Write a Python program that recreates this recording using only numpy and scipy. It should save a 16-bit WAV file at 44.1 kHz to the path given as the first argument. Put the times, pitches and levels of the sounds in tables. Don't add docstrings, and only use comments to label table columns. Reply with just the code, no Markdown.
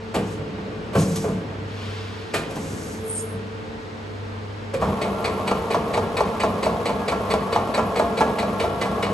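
import sys
import numpy as np
from scipy import signal
from scipy.fft import rfft, irfft
from scipy.io import wavfile
from scipy.ndimage import uniform_filter1d, map_coordinates

SR = 44100
rng = np.random.default_rng(int(sys.argv[2]) if len(sys.argv) > 2 else 0)


def to_wav(sig):
    pcm = np.clip(np.atleast_2d(sig), -1, 1) * 32767
    pcm = np.round(pcm).astype(np.int16)
    wavfile.write(sys.argv[1], SR, pcm.T)


N = 402631
TIME = np.arange(N) / SR

# f/Hz, width/Hz, lift/dB
HEAD_MODES = [(96, 7, 7), (111.5, 6, 5.5), (156.5, 11, 5), (176, 9, 3), (195, 5.7, 11), (273, 13, 6),
              (317, 22, 4), (430, 17, 5.5), (482, 11, 9), (535, 19, 7), (660, 25, 4), (900, 66, 1),
              (1140, 120, 7), (1330, 60, 1.5), (1557, 53, 7), (2440, 60, 6), (2900, 45, 5)]
# f/Hz, width/Hz, lift/dB
MAGAZINE_MODES = [(65.5, 5.2, 13.5), (96, 6, 11), (162, 23, 3), (195.9, 3.2, 15.5), (221.9, 4.2, 12.5),
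                  (267, 7.3, 6), (302, 6, 1.5), (430, 13.2, 6.5), (465, 30, 8.5), (624, 37, 4),
                  (685, 17, 4.5), (880, 32, 3), (1083, 13, 8.5), (1135, 19, 4.5), (1363.6, 11, 10),
                  (1664, 16, 12), (1810, 16, 5), (1860, 12, 3), (2010, 25, 4), (2237, 24, 7.5),
                  (2440, 65, -2), (2550, 31, 9), (2680, 350, -0.5)]
# f/Hz, level/dB
CLICK_COLOUR = [(1200, -18), (3000, -1), (5500, 3), (8000, -2.5), (11500, -0.5)]


def from_db(db):
    return 10 ** (np.asarray(db) / 20)


def rms_one(x):
    return x / np.sqrt(np.mean(x ** 2) + 1e-20)


def in_time(rows):
    s, *columns = np.transpose(rows)
    return [np.interp(TIME, s, c) for c in columns]


def at_hz(points, hz):
    f, value = np.transpose(points)
    return np.interp(np.log(hz + 1), np.log(f), value)


def drift(per_s):
    knots = rng.standard_normal(N // 8)
    position = np.arange(0, N + 16, 16) / SR * per_s
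    return rms_one(map_coordinates(knots, [position], order=1))[np.arange(N) // 16]


def burst(start_s, rise_s, hold_s, dying_s):
    t = TIME - start_s
    return np.clip(t / rise_s, 0, 1) * np.exp(-np.maximum(t - rise_s - hold_s, 0) / dying_s)


def tone(hz, db, waver_hz=0.686, waver_db=1.25):
    amplitude = np.sqrt(2) * from_db(db + waver_db * drift(9))
    return amplitude * np.sin(2 * np.pi * np.cumsum(hz + waver_hz * drift(7)) / SR)


def body(colour, modes=(), size=16384):
    hz = np.arange(size // 2 + 1) * SR / size
    gain = from_db(at_hz(colour, hz)) * hz / np.hypot(hz, 20) + 1e-6
    for centre, width, lift_db in modes:
        gain *= np.sqrt(1 + (from_db(lift_db) ** 2 - 1) / (1 + (2 * (hz - centre) / width) ** 2))
    cepstrum = irfft(np.log(gain))
    cepstrum[1:size // 2] *= 2
    cepstrum[size // 2 + 1:] = 0
    response = irfft(np.exp(rfft(cepstrum)))[:size // 2]
    return response / np.linalg.norm(response)


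def through(x, response):
    return signal.oaconvolve(x, response)[:len(x)]


def running(force, response):
    return rms_one(through(np.concatenate([force[-len(response):], force]), response)[-N:])


def contacts(per_s, spread_db, count=N):
    sizes = from_db(spread_db * np.clip(rng.standard_normal(count), -2, 2))
    return sizes * rng.choice([-1, 1], count) * (rng.random(count) < per_s / SR)


def strike(out, s, db, dying_s, response, rise_s, per_s, size=14000):
    t = np.arange(size) / SR
    envelope = np.minimum(t / rise_s, 1) * np.exp(-np.maximum(t - rise_s, 0) / dying_s)
    blow = through(contacts(per_s, spread_db=3.96, count=size) * envelope, response)
    blow *= from_db(db) * np.linalg.norm(envelope) / (np.linalg.norm(blow) + 1e-12)
    start = min(int(s * SR), N)
    out[start:start + size] += blow[:N - start]


def in_room(x, wet_db, size=32768):
    # f/Hz, t60/s
    room_t60 = [(100, 0.85), (500, 0.73), (2000, 0.56), (9000, 0.25)]
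    t, tail, edges = np.arange(size) / SR, 0, np.geomspace(40, 14000, 9)
    for low, high in zip(edges, edges[1:]):
        bandpass = signal.butter(2, [low, high], "band", fs=SR, output="sos")
        band = signal.sosfilt(bandpass, rng.standard_normal(size))
        tail += band * from_db(-60 * t / at_hz(room_t60, np.sqrt(low * high)))
    tail *= np.minimum(t / 0.0066, 1)
    return x + from_db(wet_db) * through(x, tail / np.linalg.norm(tail))


def panels(x, lowest_hz=1800):
    # delay/s, level/dB
    echoes = [(.0022, -28), (.00385, -17.5), (.00615, -13.5)]
    treble = signal.sosfilt(signal.butter(2, lowest_hz, "high", fs=SR, output="sos"), x)
    return x + sum(from_db(db) * np.pad(treble, (int(s * SR), 0))[:N] for s, db in echoes)


def stereo(mid, width, scatter_s, oblique, size=16384):
    t = np.arange(size) / SR
    scatter = rfft(rng.standard_normal(size) * np.exp(-t / scatter_s) * (t > .003))
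    scatter /= np.sqrt(uniform_filter1d(np.abs(scatter) ** 2, size=40))
    paths = (1j * oblique + scatter) / np.hypot(1, oblique)
    response = irfft(paths * from_db(at_hz(width, np.arange(len(paths)) * SR / size)))
    lead = size // 64
    side = signal.oaconvolve(mid, np.roll(response, lead))[lead:lead + N]
    return np.array([mid + side, mid - side])


def room_tone(db=-38):
    # f/Hz, level/dB
    colour = [(25, -27), (50, -4.5), (93, -2), (152, -4.5), (219, -6), (377, -8), (440, -3.5), (584, -10.5),
              (883, -13), (2000, -19), (4160, -26), (6500, -35.5), (8600, -41), (11200, -48)]
    return from_db(db) * running(rng.standard_normal(N), body(colour))


def pump():
    # t/s, whine/dB, octave/dB
    effort = [(0, -47, -42), (.6, -48, -38.5), (.95, -46, -40), (1.15, -46, -32.5), (1.7, -47, -46),
              (2.3, -49, -45), (2.6, -45.5, -42.5), (3.4, -39.5, -40.5), (3.75, -48, -43), (4.05, -48, -49),
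              (4.4, -45.5, -50), (9.13, -45, -60)]
    # t/s, f/Hz
    pitch = [(.2, 223.5), (.5, 216.5), (.9, 217), (1.1, 223), (2.4, 223.7), (2.7, 219.5), (3.05, 221),
             (3.35, 223.7)]
    # middle t/s, half length/s, level/dB
    throbs = [(3.065, 0.063, -30.5), (3.24, 0.034, -31), (3.36, 0.036, -34.5)]
    whine_db, octave_db = in_time(effort)
    hz, = in_time(pitch)
    throb = sum(from_db(db) * np.exp(-((TIME - s) / half_s) ** 2) for s, half_s, db in throbs)
    return tone(hz, whine_db) + np.hypot(from_db(octave_db), throb) * tone(2 * hz, db=0)


def hum(mains_hz=100):
    # t/s, level/dB
    swell = [(.5, -40), (.75, -40), (.9, -58), (1.35, -43), (1.58, -34.5), (2.05, -34), (2.35, -43.5),
             (2.8, -56), (3.08, -39), (3.38, -35), (3.8, -48), (4.15, -35), (4.7, -34.5), (4.9, -46)]
    # f/Hz, level/dB
    motors = [(195, -54), (226, -49), (301, -50), (422, -50.5), (473, -56), (522, -59), (894, -56),
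              (1567, -70), (2213, -65.5)]
    mains_db, = in_time(swell)
    return tone(mains_hz, mains_db) + sum(tone(hz, db) for hz, db in motors)


def cam(rise_s=0.066, dying_s=0.29):
    # t/s, hold/s, level/dB
    runs = [(0.147, 1.32, -33.5), (2.337, 0.52, -34.5)]
    # f/Hz, level/dB
    colour = [(30, -10), (70, 4), (130, 5), (300, 3.5), (480, -2.5), (700, -7), (1300, -18.5), (3000, -22),
              (9000, -65)]
    effort = sum(from_db(db) * burst(s, rise_s, hold_s, dying_s) for s, hold_s, db in runs)
    return effort * running(contacts(1600, spread_db=2.5), body(colour, HEAD_MODES))


def step_times(count=19, first_s=5.0115, step_s=.22234, load_swing_s=.00933, slowest=3.2, per_turn=24):
    gaps = step_s + load_swing_s * np.cos(2 * np.pi * (np.arange(count) - slowest) / per_turn)
    return first_s + np.cumsum(gaps) - gaps


def surging(x, swing_db=2.8, peak_lag_s=.095, top_hz=330, step_s=.22234):
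    starts = step_times()
    starts = np.concatenate([[starts[0] - step_s], starts, [starts[-1] + step_s]])
    steps = np.interp(TIME - peak_lag_s, starts, np.arange(len(starts)))
    bass = signal.sosfiltfilt(signal.butter(2, top_hz, fs=SR, output="sos"), x)
    bass_gain = from_db(swing_db * np.cos(2 * np.pi * steps) - 1)
    return x + bass * (bass_gain - 1)


def gear_whine(jitter_hz=4.47, flutter_db=3.6):
    # f/Hz, relative level/dB
    lines = [(466, -16), (684, 0), (1083, -1), (1122, -6), (1364, -9), (1666, -13)]
    # t/s, level/dB
    swell = [(4.8, -44), (5.6, -50), (6.9, -49), (7.5, -41.5), (8.3, -41), (8.7, -39.5), (9.1, -42)]
    level_db, = in_time(swell)
    return sum(tone(hz + jitter_hz * drift(45), level_db + db + flutter_db * drift(22))
               for hz, db in lines)


def magazine_drive(start_s=4.79, rise_s=0.028, db=-25.5, relative_tick_db=-27):
    # f/Hz, level/dB
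    roller_colour = [(30, -24), (60, -8.5), (120, -3.5), (170, 0.5), (280, -4), (450, -1.5), (700, -3),
                     (1150, -5.5), (1400, -14.5), (1650, -24), (3000, -24), (4200, -30.5), (5500, -32.5),
                     (8300, -35.5), (11500, -34.5)]
    tick_colour = [(1000, -20), (3000, -6), (5500, -5), (8000, -10), (11300, 6)]
    rolling = contacts(2000, spread_db=2.6) * from_db(0.87 * drift(30))
    rumble = surging(running(rolling, body(roller_colour, MAGAZINE_MODES)))
    shaking = contacts(1800, spread_db=3) * from_db(5.1 * np.clip(drift(110), -2, 2))
    ticks = from_db(relative_tick_db) * running(shaking, body(tick_colour))
    turning = np.clip((TIME - start_s) / rise_s, 0, 1)
    return turning * (from_db(db) * (rumble + ticks) + gear_whine())


def valve_hiss(exhaust_leak_db=-64, jet_leak_db=-72):
    # t/s, rise/s, hold/s, dying time/s, exhaust/dB, jet/dB
    vents = [(.14, .17, .02, .04, -60, -48), (0.954, 0.047, .015, 0.048, -40.5, -32),
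             (1.04, .05, .13, 0.079, -54, -40), (1.617, 0.22, 0.12, 0.53, -41.5, -55.5),
             (2.35, 0.055, .02, .13, -49, -55), (2.45, 0.19, 0.3, 0.083, -65, -43.5),
             (3.02, .1, .08, .08, -64, -50)]
    # f/Hz, level/dB
    exhaust_colour = [(400, -33), (1000, 10.5), (2000, 6.5), (3200, 8), (5000, 1.5), (7000, -12),
                      (11500, -43)]
    jet_colour = [(1500, -27), (4000, 4), (6300, 11.5), (8200, 9), (11500, 4)]
    exhaust, jet = from_db(exhaust_leak_db), from_db(jet_leak_db)
    for s, rise_s, hold_s, dying_s, exhaust_db, jet_db in vents:
        flow = burst(s, rise_s, hold_s, dying_s)
        exhaust = np.hypot(exhaust, from_db(exhaust_db) * flow)
        jet = np.hypot(jet, from_db(jet_db) * flow)
    return (exhaust * running(rng.standard_normal(N), body(exhaust_colour))
            + jet * running(rng.standard_normal(N), body(jet_colour)))


def valve_squeal(jitter_hz=120, flutter_db=2.5, skirt_hz=260, rasp_hz=1000, rasp_db=-16):
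    # t/s, f/Hz, level/dB
    whistles = [
        [(3.04, 9000, -56), (3.1, 9010, -35), (3.125, 8940, -37), (3.145, 8690, -32), (3.17, 8600, -30),
         (3.2, 8560, -32), (3.225, 8650, -42), (3.25, 8700, -60)],
        [(3.0, 11250, -60), (3.08, 11240, -50), (3.17, 11250, -53), (3.24, 11250, -48), (3.3, 10600, -50),
         (3.36, 10600, -62)],
        [(3.06, 7520, -58), (3.15, 7450, -53), (3.195, 7100, -43.5), (3.24, 6980, -58)],
        [(3.15, 6500, -64), (3.19, 6450, -50), (3.23, 6400, -62)],
        [(3.15, 5200, -62), (3.19, 5180, -49), (3.23, 5150, -62)],
    ]
    noisy_shares = [.35, .55, .55, .55, .5]
    out = np.zeros(N)
    for rows, share in zip(whistles, noisy_shares):
        hz, db = in_time(rows)
        phase = 2 * np.pi * np.cumsum(hz + jitter_hz * drift(900)) / SR
        skirt, rasp = (rms_one(signal.lfilter(*signal.butter(2, width, fs=SR), rng.standard_normal(N)))
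                       for width in (skirt_hz, rasp_hz))
        edge = (np.sqrt(1 - share) + from_db(rasp_db) * rasp) * np.sin(phase)
        edge += np.sqrt(share) * skirt * np.cos(phase)
        sounding = (TIME > rows[0][0]) & (TIME < rows[-1][0])
        out += np.sqrt(2) * edge * from_db(db + flutter_db * drift(120)) * sounding
    return out


def steel_ring(x, centre_hz=8500, width_hz=380, t60_s=.7, ring_db=-20, skirt_db=-6, size=40000):
    t, hz = np.arange(size) / SR, np.arange(size // 2 + 1) * SR / size
    cluster = from_db(skirt_db) + 1 / (1 + (2 * (hz - centre_hz) / width_hz) ** 2)
    tail = irfft(rfft(rng.standard_normal(size)) * cluster) * from_db(-60 * t / t60_s)
    return x + from_db(ring_db) * np.std(x) * rms_one(through(x, tail))


def latches(dying_s=0.013):
    # t/s, level/dB
    snaps = [(1.156, -26.5), (2.503, -41), (2.554, -38)]
    out, steel = np.zeros(N), body(CLICK_COLOUR)
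    for s, db in snaps:
        strike(out, s, db, dying_s, steel, rise_s=.004, per_s=5100)
    return out


def arm_groans(rise_s=0.011, dying_s=.012):
    # t/s, length/s, first f/Hz, last f/Hz, level/dB
    booms = [(.972, 0.042, 168, 158, -18.5), (1.025, .075, 202.7, 185, -22.5),
             (1.105, .04, 184, 170, -23.5), (1.315, .075, 200, 181, -27)]
    out = np.zeros(N)
    for s, length_s, first_hz, last_hz, db in booms:
        hz = np.interp(TIME, [s, s + length_s], [first_hz, last_hz])
        out += burst(s, rise_s, length_s - rise_s, dying_s) * tone(hz, db, waver_hz=1.56, waver_db=1.5)
    return out


def frame_swings(push_s=0.0098):
    # t/s, f/Hz, level/dB, t60/s
    swings = [(.955, 96.5, -20.5, 0.53), (.953, 1082, -26.5, .35), (1.246, 428, -19.5, 0.26),
              (4.741, 531, -16.5, 0.17), (3.335, 98, -31, .35)]
    out = np.zeros(N)
    for s, hz, db, t60 in swings:
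        t = np.maximum(TIME - s, 0)
        out += from_db(db - 60 * t / t60) * np.sin(2 * np.pi * hz * t) * np.minimum(t / push_s, 1)
    return out


def pockets(rattle_db=-20.3, bounce_s=.0125, detune=.007, click_lead_s=.006, rebound_s=.015):
    # f/Hz, width/Hz, lift/dB
    modes = [(431, 20, 5), (467, 26, 7.5), (680, 60, 3), (1110, 80, 5), (1360, 23, 6), (1810, 45, 6),
             (2020, 50, 8), (2245, 45, 14), (2440, 90, 6), (2550, 45, 8), (2750, 200, -5), (2937, 45, 10),
             (3140, 120, -8), (3400, 75, 4.5), (3550, 110, -13), (3750, 90, 4.5), (3996, 55, 10),
             (4365, 90, 4), (4490, 100, 9.5), (5760, 230, -6), (6000, 80, 6.5), (6600, 80, 4.5),
             (7880, 90, 8.5), (8330, 110, 7.5)]
    # f/Hz, level/dB
    rattle_colour = [(150, -10.5), (450, 16), (1000, 9.5), (1600, 1.5), (2500, 1), (4400, -3), (6000, -11),
                     (8300, -10.5), (11500, -15)]
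    knock_colour = [(100, -16), (300, -9), (480, -5), (640, 1), (980, -1.5), (1250, -8), (1700, -21),
                    (3000, -25.5), (4400, -31), (6500, -32), (11500, -46)]
    # t/s, level/dB, dying time/s, tool f/Hz
    knocks = [(4.815, -19.5, .045, 1120), (5.048, -24, .02, 480), (5.277, -23, .018, 1090),
              (5.511, -13.5, 0.0086, 1020), (5.743, -13.5, 0.014, 686), (5.973, -13, .012, 945),
              (6.204, -11.5, 0.013, 630), (6.433, -12.5, 0.013, 650), (6.662, -12.5, 0.009, 630),
              (6.891, -18, .015, 1000), (7.118, -16.5, 0.01, 1000), (7.336, -12, .0094, 640),
              (7.558, -12.5, 0.016, 850), (7.775, -13, 0.02, 1000), (7.994, -11.5, 0.014, 900),
              (8.206, -9.5, 0.015, 885), (8.427, -20, 0.021, 680), (8.637, -19, 0.02, 680),
              (8.857, -24.5, .015, 700), (9.067, -22.5, .016, 640)]
    out, steel = np.zeros(N), body(CLICK_COLOUR, modes)
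    for s in step_times():
        own_modes = [(hz * (1 + detune * rng.standard_normal()), width, db) for hz, width, db in modes]
        rattle = body(rattle_colour, own_modes)
        strike(out, s, rattle_db, dying_s=0.0085, response=rattle, rise_s=0.0075, per_s=6000)
        strike(out, s + bounce_s, rattle_db - 4.5, 0.025, rattle, rise_s=0.0028, per_s=3000)
    for s, db, dying_s, tool_hz in knocks:
        tool_mode = (tool_hz, 80, 6)
        knock = body(knock_colour, MAGAZINE_MODES + [tool_mode])
        strike(out, s, db, dying_s, knock, rise_s=0.003, per_s=4000)
        strike(out, s + rebound_s, db - 12, dying_s=.005, response=knock, rise_s=0.003, per_s=4000)
        strike(out, s - click_lead_s, db - 24, dying_s=0.013, response=steel, rise_s=0.003, per_s=2500)
    return out


def clunks(thud_lag_s=0.012):
    # t/s, thud/dB, knock/dB, clash/dB, dying time/s
    blows = [(.139, -20.5, -19, -29.5, 0.032), (.375, -30, -43, -60, .04), (.928, -32, -31, -40, 0.027),
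             (.947, -16.5, -15.5, -32, 0.023), (1.005, -21, -30, -42, 0.04), (1.157, -21, -34, -39, 0.012),
             (1.238, -27, -24.5, -58, 0.023), (1.276, -23.5, -27.5, -54, .026),
             (2.334, -29, -21.5, -23, 0.033), (2.492, -36, -30, -54, 0.028), (2.56, -37, -28, -45, 0.018),
             (3.325, -34, -37, -61, 0.027), (4.733, -30, -22.5, -33.5, 0.024),
             (4.815, -24, -32, -63, 0.029), (4.88, -29, -40, -60, .04)]
    # f/Hz, level/dB
    thud_colour = [(30, -23), (60, -4.5), (110, -6), (170, -1.5), (280, -7.5), (450, -16.5), (1000, -48),
                   (4000, -72)]
    knock_colour = [(100, -36), (300, -5.5), (450, -2), (650, -2), (850, -6), (1100, -12), (1600, -19.5),
                    (3000, -32), (8000, -35.5)]
    clash_colour = [(300, -25), (1200, 11.5), (2400, 6.5), (4000, 1.5), (6000, -4), (8200, 0),
                    (11500, -5.5)]
    # f/Hz, width/Hz, lift/dB
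    gripper_modes = [(1990, 35, 5.7), (2270, 50, 7.8), (2450, 65, 7.4), (2690, 33, 8.3), (2980, 35, 8.7),
                     (3200, 70, 6.1), (4230, 120, 5), (4700, 90, 4)]
    thud, knock = body(thud_colour, HEAD_MODES), body(knock_colour, HEAD_MODES)
    clash = body(clash_colour, gripper_modes)
    out = np.zeros(N)
    for s, thud_db, knock_db, clash_db, dying_s in blows:
        strike(out, s + thud_lag_s, thud_db, dying_s, thud, rise_s=0.012, per_s=1500)
        strike(out, s, knock_db, dying_s, knock, rise_s=0.0075, per_s=2600)
        strike(out, s, clash_db, dying_s, clash, rise_s=0.0092, per_s=5000)
    return out


def scene():
    # f/Hz, side minus mid/dB
    machine_width = [(40, -43), (100, -30), (260, -23), (500, -14.5), (1100, -8), (1700, -4), (4200, -4.5),
                     (6000, -6), (7400, -18), (8100, -21), (8700, 5), (10300, 15.5), (11200, -27)]
    shop_width = [(40, -23), (100, -13.5), (200, -3), (700, 0), (1500, 2.5), (2700, -3), (6000, -2.5),
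                  (7400, -27), (8200, -14), (8900, 9), (10300, 15), (11200, -16)]
    shop = room_tone()
    blows = in_room(clunks() + latches() + pockets(), wet_db=-10) + frame_swings() + arm_groans()
    valves = in_room(steel_ring(valve_squeal()), wet_db=-13.5) + valve_hiss()
    mix = stereo(panels(blows + valves), machine_width, scatter_s=0.0074, oblique=1.0)
    mix += stereo(panels(cam() + magazine_drive()), machine_width, scatter_s=0.12, oblique=0.2)
    mix += stereo(panels(shop), shop_width, scatter_s=0.079, oblique=0.05)
    return mix + pump() + hum()


def record(dry, dip_hz=(8950, 10400), cutoff_hz=11750):
    hollow = signal.sosfilt(signal.butter(3, dip_hz, "bandstop", fs=SR, output="sos"), dry)
    return signal.sosfilt(signal.ellip(10, .3, 80, cutoff_hz, fs=SR, output="sos"), hollow)


dry = scene()
out = record(dry)
to_wav(out)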